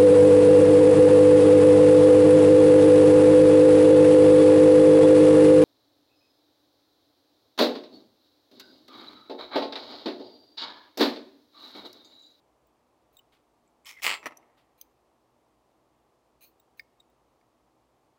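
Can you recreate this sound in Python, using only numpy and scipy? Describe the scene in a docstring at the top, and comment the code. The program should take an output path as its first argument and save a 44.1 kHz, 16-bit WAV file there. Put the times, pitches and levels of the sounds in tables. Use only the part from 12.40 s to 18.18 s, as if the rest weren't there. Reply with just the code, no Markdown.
"""Close work on an opened camera body at a bench, over the soft air and drone of a quiet room.
Steel tweezers tick and scrape on small parts; a fingertip brushes the body. From 1.45 s the
mechanism is turned once by hand: a shaft slides, a dry pivot squeaks, the wheels rub and set springs
singing while the pawl runs over its ratchet, the latch catches, and the mechanism settles with a tick.
The room rings faintly. Another brush follows, then scattered scrapes and ticks, the loudest at 4.4 s."""
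import sys
import numpy as np
from scipy import signal
from scipy.fft import rfft, irfft, next_fast_len
from scipy.io import wavfile

SR = 44100
rng = np.random.default_rng(int(sys.argv[2]) if len(sys.argv) > 2 else 0)


def dump(signal):
    """Clip the signal to [-1, 1] and save it as 16-bit WAV at the path in sys.argv[1]."""
    limited = np.clip(np.atleast_2d(signal).T, -1, 1)
    pcm = np.round(limited * 32767).astype(np.int16)
    wavfile.write(sys.argv[1], SR, pcm)


N = 255047
TIME = np.arange(N) / SR


def undb(db):
    """Decibels to gain."""
    return 10 ** (np.asarray(db) / 20)


def unit(x):
    """Scale to rms 1."""
    return x / np.sqrt(np.mean(x ** 2))


def fade(t, t60_s):
    """Exponential decay, 60 dB in t60_s."""
    return np.exp(-np.log(1000) * t / t60_s)


def add(out, start_s, x):
    """Mix x into out at start_s."""
    i = int(start_s * SR)
    out[i:i + len(x)] += x[:N - i]


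def treble(hz):
    """Octaves above 2 kHz."""
    return np.log2(np.maximum(hz / 2000, 1))


def colour(x, points, tilt_db_per_oct=0):
    """Minimum-phase filter through (freq_hz, gain_db) points, plus treble tilt."""
    size = next_fast_len(len(x), True)
    bins = np.maximum(np.fft.rfftfreq(size, 1 / SR), 1)
    hz, db = np.transpose(points)
    gain = undb(np.interp(np.log(bins), np.log(hz), db) + tilt_db_per_oct * treble(bins))
    cepstrum = irfft(np.log(gain), size)
    cepstrum[1:size // 2] *= 2
    cepstrum[size // 2 + 1:] = 0
    return irfft(rfft(x, size) * np.exp(rfft(cepstrum)), size)[:len(x)]


def resonate(x, peaks):
    """Steep parallel resonances; white noise of rms 1 leaves each at its level."""
    out = 0
    for hz, width_hz, db in peaks:
        b, a = signal.iirpeak(hz, hz / width_hz, SR)
        band = signal.lfilter(b, a, signal.lfilter(b, a, x))
        out = out + undb(db) * np.sqrt(2 * SR / np.pi / width_hz) * band
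    return out


def tone(t, hz, width_hz):
    """Resonance whose phase wanders as the contact shifts."""
    drift = np.cumsum(rng.standard_normal(len(t))) * np.sqrt(2 * np.pi * width_hz / SR)
    return np.sin(2 * np.pi * hz * t + drift)


def swell(t, start_s, level_db, attack_s, hold_s, release_db_per_s, bite_db=11):
    """Stroke level in dB: bites in below its peak, rises, holds, dies away."""
    rise = np.minimum((t - start_s) / attack_s, 1)
    released_s = np.maximum(t - start_s - attack_s - hold_s, 0)
    return level_db - bite_db * (1 - rise) - release_db_per_s * released_s


def strokes(rows):
    """Summed gain of swells, each silent before its start."""
    return sum(undb(swell(TIME, *row)) * (TIME > row[0]) for row in rows)


def friction(rough_db):
    """Dense micro-slips, a few much larger than the rest."""
    return unit(rng.standard_normal(N) * undb(rough_db * np.minimum(rng.exponential(size=N), 5)))


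def blows(hits, spectrum, modes, crack_t60_s, rattle_db, rattle_t60_s, rebound, impact_db):
    """Each blow: sharp double contact, dense rattle of small parts, ring of large ones."""
    t, out = TIME[:SR // 3], np.zeros(N)
    contact = (t == 0) + rebound * np.sinc((t - .00041) * SR)
    for start_s, db, tilt in hits:
        grit, parts = rng.standard_normal((2, len(t)))
        crack = .06 * grit * fade(t, crack_t60_s)
        rattle = undb(rattle_db) * parts * fade(t, rattle_t60_s)
        peak = np.abs(colour(contact, spectrum, tilt)).max()
        impact = colour(contact + crack + rattle, spectrum, tilt) / peak
        add(out, start_s, undb(db + impact_db) * impact)
    for hz, mode_db, t60_s in modes:
        energy = np.zeros(N)  # topped up by every blow
        for start_s, db, tilt in hits:
            add(energy, start_s, (undb(db + mode_db + tilt * treble(hz)) * fade(t, t60_s)) ** 2)
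        out += np.sqrt(energy) * tone(TIME, hz, width_hz=6)
    return out


# freq_hz, gain_db
AIR_SPECTRUM = [(25, -21.5), (45, -10), (90, -6.5), (200, -5.5), (260, -1.5), (450, -0.5), (750, -0.5),
                (1150, -4.5), (1500, -15), (2200, -17), (4000, -21), (8000, -25.5), (14000, -30),
                (15500, -34)]
# pitch_hz, width_hz, level_db
DRONE_BANDS = [(57, 15, -83), (122, 22, -84.5), (244.2, 13, -85), (322, 50, -80.5)]


def air(hiss_db=-69.5):
    """Soft, steady room noise with a low drone."""
    hiss = undb(hiss_db) * unit(colour(rng.standard_normal(N), AIR_SPECTRUM))
    return hiss + resonate(rng.standard_normal(N), DRONE_BANDS)


# freq_hz, gain_db, t60_s
ROOM_DECAY = [(60, -23, 1.2), (300, -14.5, 1.5), (703.3, -14, 1.2), (1300, -31, 2.1), (2500, -34, 0.94),
              (6000, -28, 0.42), (15000, -32, .75)]


def room(x, build_s=.013):
    """Diffuse reverberation in octave bands; the mids last longest."""
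    t = TIME[:3 * SR // 2]
    hz, db, t60_s = np.transpose(ROOM_DECAY)
    response = 0
    for centre_hz in 85 * 2. ** np.arange(8):
        edges_hz = [centre_hz / np.sqrt(2), centre_hz * np.sqrt(2)]
        sos = signal.butter(3, edges_hz, "band", fs=SR, output="sos")
        band = signal.sosfilt(sos, rng.standard_normal(len(t)))
        gain_db, decay_s = (np.interp(np.log(centre_hz), np.log(hz), column) for column in (db, t60_s))
        shape = fade(t, decay_s) * (1 - np.exp(-t / build_s))
        response = response + undb(gain_db) * band * shape / np.linalg.norm(shape)
    return signal.fftconvolve(x, response)[:N]


# freq_hz, gain_db
SKIN_SPECTRUM = [(300, -3), (1500, -0.5), (3500, 0), (4600, -4.5), (6200, -16), (15000, -19)]
# start_s, level_db, attack_s, hold_s, release_db_per_s
BRUSH_STROKES = [(.919, -66.5, .007, .016, 280), (2.17, -68, .007, .012, 280)]


def fingertips():
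    """Skin brushes the body."""
    return unit(colour(friction(rough_db=3.5), SKIN_SPECTRUM)) * strokes(BRUSH_STROKES)


# pitch_hz, width_hz, gain_db
BRIGHT_MODES = [(2510, 510, 2), (4050, 370, 1.5), (6430, 240, -3), (9800, 660, -0.5), (12700, 1100, 4),
                (13540, 1000, 4), (15600, 1000, 5)]
PRONG_MODES = [(4340, 99, -8.5), (12900, 200, -6), (13800, 180, -6), (15300, 250, -5)]
# start_s, level_db, attack_s, hold_s, release_db_per_s
SCRAPE_SWELLS = [(.726, -74, .005, .025, 400), (2.377, -69.5, .003, .04, 400),
                 (4.008, -56.5, .011, .024, 500), (4.371, -69, .003, .022, 500)]
PRONG_SWELL = (4.029, -61, .013, .035, 480)


def scrapes(grit_db=-11):
    """Four tweezer drags, the third ringing the prongs; the last, faint, comes just before the loudest tick."""
    bright = unit(resonate(friction(rough_db=3), BRIGHT_MODES))
    grit = undb(grit_db) * friction(rough_db=1)
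    prongs = sum(undb(db) * tone(TIME, hz, width_hz) for hz, width_hz, db in PRONG_MODES)
    return (bright + grit) * strokes(SCRAPE_SWELLS) + prongs * strokes([PRONG_SWELL])


# pitch_hz, gain_db
TIP_MODES = [(3740, -1.5), (7480, -12), (8000, -12.5), (15400, -8.5)]
SCREW_MODES = [(2990, 0)]
CATCH_MODES = [(2300, -3), (7200, -2.5), (7790, 0.5)]
STOP_MODES = [(5900, -1), (6170, -4), (8520, -18), (10020, -11.5), (11340, -17), (12430, -17), (13170, -12)]
PIN_MODES = [(3250, -12.5), (3650, -16.5), (4920, -10.5), (6150, -3), (9330, -11), (12100, -4), (12550, -4),
             (13400, -9), (15280, -2)]
LEVER_MODES = [(1810, -1), (1980, -12.5), (2180, 2), (2440, -65.5), (3700, -15), (4200, -19), (4720, -9),
               (4980, -6.5), (8100, -24), (9050, -22), (15400, -8)]
# start_s, level_db, rise_s, tilt_db_per_oct, modes
SMALL_TICKS = [(.269, -88, .0016, 11, TIP_MODES), (.7679, -50, 0.0023, 2.5, TIP_MODES),
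               (.781, -64.5, 0.012, 5.5, TIP_MODES), (0.7897, -52.5, 0.0055, 3.5, SCREW_MODES),
               (1.275, -71.5, .0027, 1.5, CATCH_MODES), (1.448, -51, 0.00068, -2.5, CATCH_MODES),
               (1.9708, -45, 0.0014, 1, STOP_MODES), (2.412, -39.5, 0.0017, 0, PIN_MODES),
               (3.314, -77, .0015, 1, TIP_MODES), (4.196, -68.5, 0.0052, 6.5, TIP_MODES),
               (4.3946, -34, 0.0016, -2, LEVER_MODES), (4.599, -44.5, 0.0054, -5, TIP_MODES),
               (4.699, -78, 0.0016, 5.5, TIP_MODES), (5.0115, -67, .001, -2.5, LEVER_MODES)]


def small_ticks(width_ratio=.0057, choke_t60_s=.019, grit_db=-31, after_db=-25, after_t60_s=.11):
    """Metallic ticks from tweezer tips or the mechanism settling: a choked ring, a faint after-ring."""
    t, out = TIME[:SR // 8], np.zeros(N)
    for start_s, level_db, rise_s, tilt, modes in SMALL_TICKS:
        ring = sum(undb(db + tilt * treble(hz)) * tone(t, hz, width_ratio * hz) for hz, db in modes)
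        grit = undb(grit_db) * rng.standard_normal(len(t))
        since_peak_s = np.maximum(t - rise_s, 0)
        tick = fade(since_peak_s, choke_t60_s) * (ring + grit)
        after_ring = undb(after_db) * fade(since_peak_s, after_t60_s) * ring
        add(out, start_s, undb(level_db) * np.minimum(t / rise_s, 1) * (tick + after_ring))
    return signal.sosfilt(signal.butter(6, 1500, "high", fs=SR, output="sos"), out)


# start_s, length_s, pitch_hz, level_db
PIVOT_SQUEAKS = [(1.485, 0.1, 2150, -56), (1.564, .02, 2100, -45.5), (1.583, .012, 2040, -46.5),
                 (1.594, .011, 1960, -47.5)]


def pivot():
    """The dry pivot sticks and sings in short, rough swells."""
    out = np.zeros(N)
    for start_s, length_s, hz, db in PIVOT_SQUEAKS:
        t = TIME[:int(length_s * SR)]
        add(out, start_s, undb(db) * np.sin(np.pi * t / length_s) * tone(t, hz, width_hz=60))
    return out


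# pitch_hz, width_hz, gain_db
SHAFT_MODES = [(1117.7, 630, -21.5), (2150, 90, -16.5), (3100, 300, -13), (5367, 140, -11.5)]
# start_s, level_db, attack_s, hold_s, release_db_per_s
SLIDE_STROKES = [(1.4555, -45, .011, .03, 330), (1.585, -68, .012, .02, 330)]


def shaft():
    """Sliding friction rings the shaft."""
    return resonate(friction(rough_db=-1.5) * strokes(SLIDE_STROKES), SHAFT_MODES)


# freq_hz, gain_db
WHEEL_SPECTRUM = [(350, -44.5), (600, -15.5), (660, -31.5), (726, -15.5), (1150, -6), (1620, -18.5),
                  (1960, -3.5), (2440, 2), (2750, -12.5), (3110, -3.5), (4620, -11.5), (5360, -7),
                  (9500, -16.5), (13700, -15.5), (15500, -15.5)]
# start_s, level_db, attack_s, hold_s, release_db_per_s
TURN_STROKE = (1.620, -36, .012, .038, 270)


def wheels():
    """The wheels rub during the slides and the turn."""
    rubbing = unit(colour(friction(rough_db=5.5), WHEEL_SPECTRUM))
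    return rubbing * strokes([*SLIDE_STROKES, TURN_STROKE])


# pitch_hz, width_hz, gain_db
SPRING_MODES = [(10000, 50, -10.5), (11950, 24, -9.5), (15558, 13, -7.5)]


def springs():
    """Small springs sing at the fastest part of the turn."""
    turn = strokes([TURN_STROKE])
    ring = sum(undb(db) * tone(TIME, hz, width_hz) for hz, width_hz, db in SPRING_MODES)
    return turn ** 2 / turn.max() * ring


# start_s, level_db, tilt_db_per_oct
LATCH_HITS = [(1.8295, -39, -3), (1.8396, -41, 1), (1.852, -43, -3), (1.8578, -22.5, 1), (1.867, -26, 1.5),
              (1.8864, -42, -3), (1.9085, -43, -3), (1.9215, -43, -3), (2.028, -57, -5)]
# freq_hz, gain_db
LATCH_SPECTRUM = [(40, -29.5), (170, -7.5), (260, 1), (850, 0), (1280, 7.5), (1560, -8), (1800, 6.5),
                  (2500, 1), (3200, -10), (5800, -18.5), (8000, -26), (15500, -39)]
# pitch_hz, gain_db, t60_s
LATCH_MODES = [(248, -27.5, 0.09), (1280, -20, 0.051), (5820, -17, 0.023), (9010, -28, 0.038),
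               (10500, -29, 0.017), (11250, -37, 0.11), (12040, -30, 0.046), (15100, -33, 0.035),
               (15650, -39, .035)]


def latch(bounce_s=.0025, bounce_loss_db=7.5):
    """The latch touches, catches and settles; each blow bounces twice, unevenly and weaker."""
    hits = [(start_s + k * bounce_s * rng.uniform(.518, 1.7), db - k * bounce_loss_db, tilt)
            for start_s, db, tilt in LATCH_HITS for k in range(3)]
    return blows(hits, LATCH_SPECTRUM, LATCH_MODES, crack_t60_s=.0079,
                 rattle_db=-14.5, rattle_t60_s=.058, rebound=.45, impact_db=-3)


# start_s, level_db
TOOTH_DROPS = [(1.6438, -16.5), (1.6492, -14), (1.6559, -18), (1.6661, -6.5), (1.6782, -10),
               (1.6941, -12.5), (1.7029, -14), (1.7133, -14), (1.7248, -17), (1.7359, -24), (1.7407, -17.5)]
# freq_hz, gain_db
PAWL_SPECTRUM = [(40, -35), (190, -26), (260, -18), (500, -12), (1150, 1.5), (1520, -6.5), (2100, 2),
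                 (3000, -0.5), (3700, -7), (4700, -8.5), (5900, -21.5), (8000, -11.5), (9500, -23),
                 (12500, -30), (15500, -24.5)]
# pitch_hz, gain_db, t60_s
FRAME_MODES = [(1131, -35, .15), (1316, -40, 0.28), (1723, -50, .2), (1902, -34, .1), (1950, -30, 0.072),
               (2182, -32.5, 0.17), (2520, -34, 0.081), (2645, -42.5, 0.47), (3140, -37.5, .13),
               (3090, -34.5, .13), (3156, -39, 0.13), (3345, -38, 0.16), (4170, -38, 0.17),
               (4690, -45, .13), (4880, -39, .12), (7470, -38, 0.25), (8140, -44, .08)]
# start_s, level_db, attack_s, hold_s, release_db_per_s
CHATTER_SWELL = (1.618, -25.5, .03, .085, 190)


def ratchet(chatter_count=26, chatter_per_s=165, scatter_db=5, tilt_db_per_oct=1, tilt_fall_per_s=18.5):
    """The loose pawl drops off each tooth and chatters between, ever duller, ringing the frame."""
    onset_s = CHATTER_SWELL[0]
    jitter, strength = rng.random((chatter_count, 2)).T
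    chatter_s = onset_s + (np.arange(chatter_count) + jitter) / chatter_per_s
    chatter_db = swell(chatter_s, *CHATTER_SWELL) + scatter_db * (2 * strength - 1)
    hits = [(start_s, db, tilt_db_per_oct - tilt_fall_per_s * (start_s - onset_s))
            for start_s, db in [*TOOTH_DROPS, *zip(chatter_s, chatter_db)]]
    return blows(hits, PAWL_SPECTRUM, FRAME_MODES, crack_t60_s=.005,
                 rattle_db=-25, rattle_t60_s=.09, rebound=.59, impact_db=-.5)


def scene():
    """Close bench work with the room far behind it, mono."""
    mechanism = wheels() + shaft() + springs() + ratchet() + latch() + pivot()
    work = mechanism + small_ticks() + scrapes() + fingertips()
    return (work + room(work) + air())[None]


def record(dry, cutoff_hz=15850):
    """Steep low-pass."""
    return signal.sosfilt(signal.ellip(10, .2, 70, cutoff_hz, fs=SR, output="sos"), dry)


dry = scene()
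out = record(dry)
dump(out)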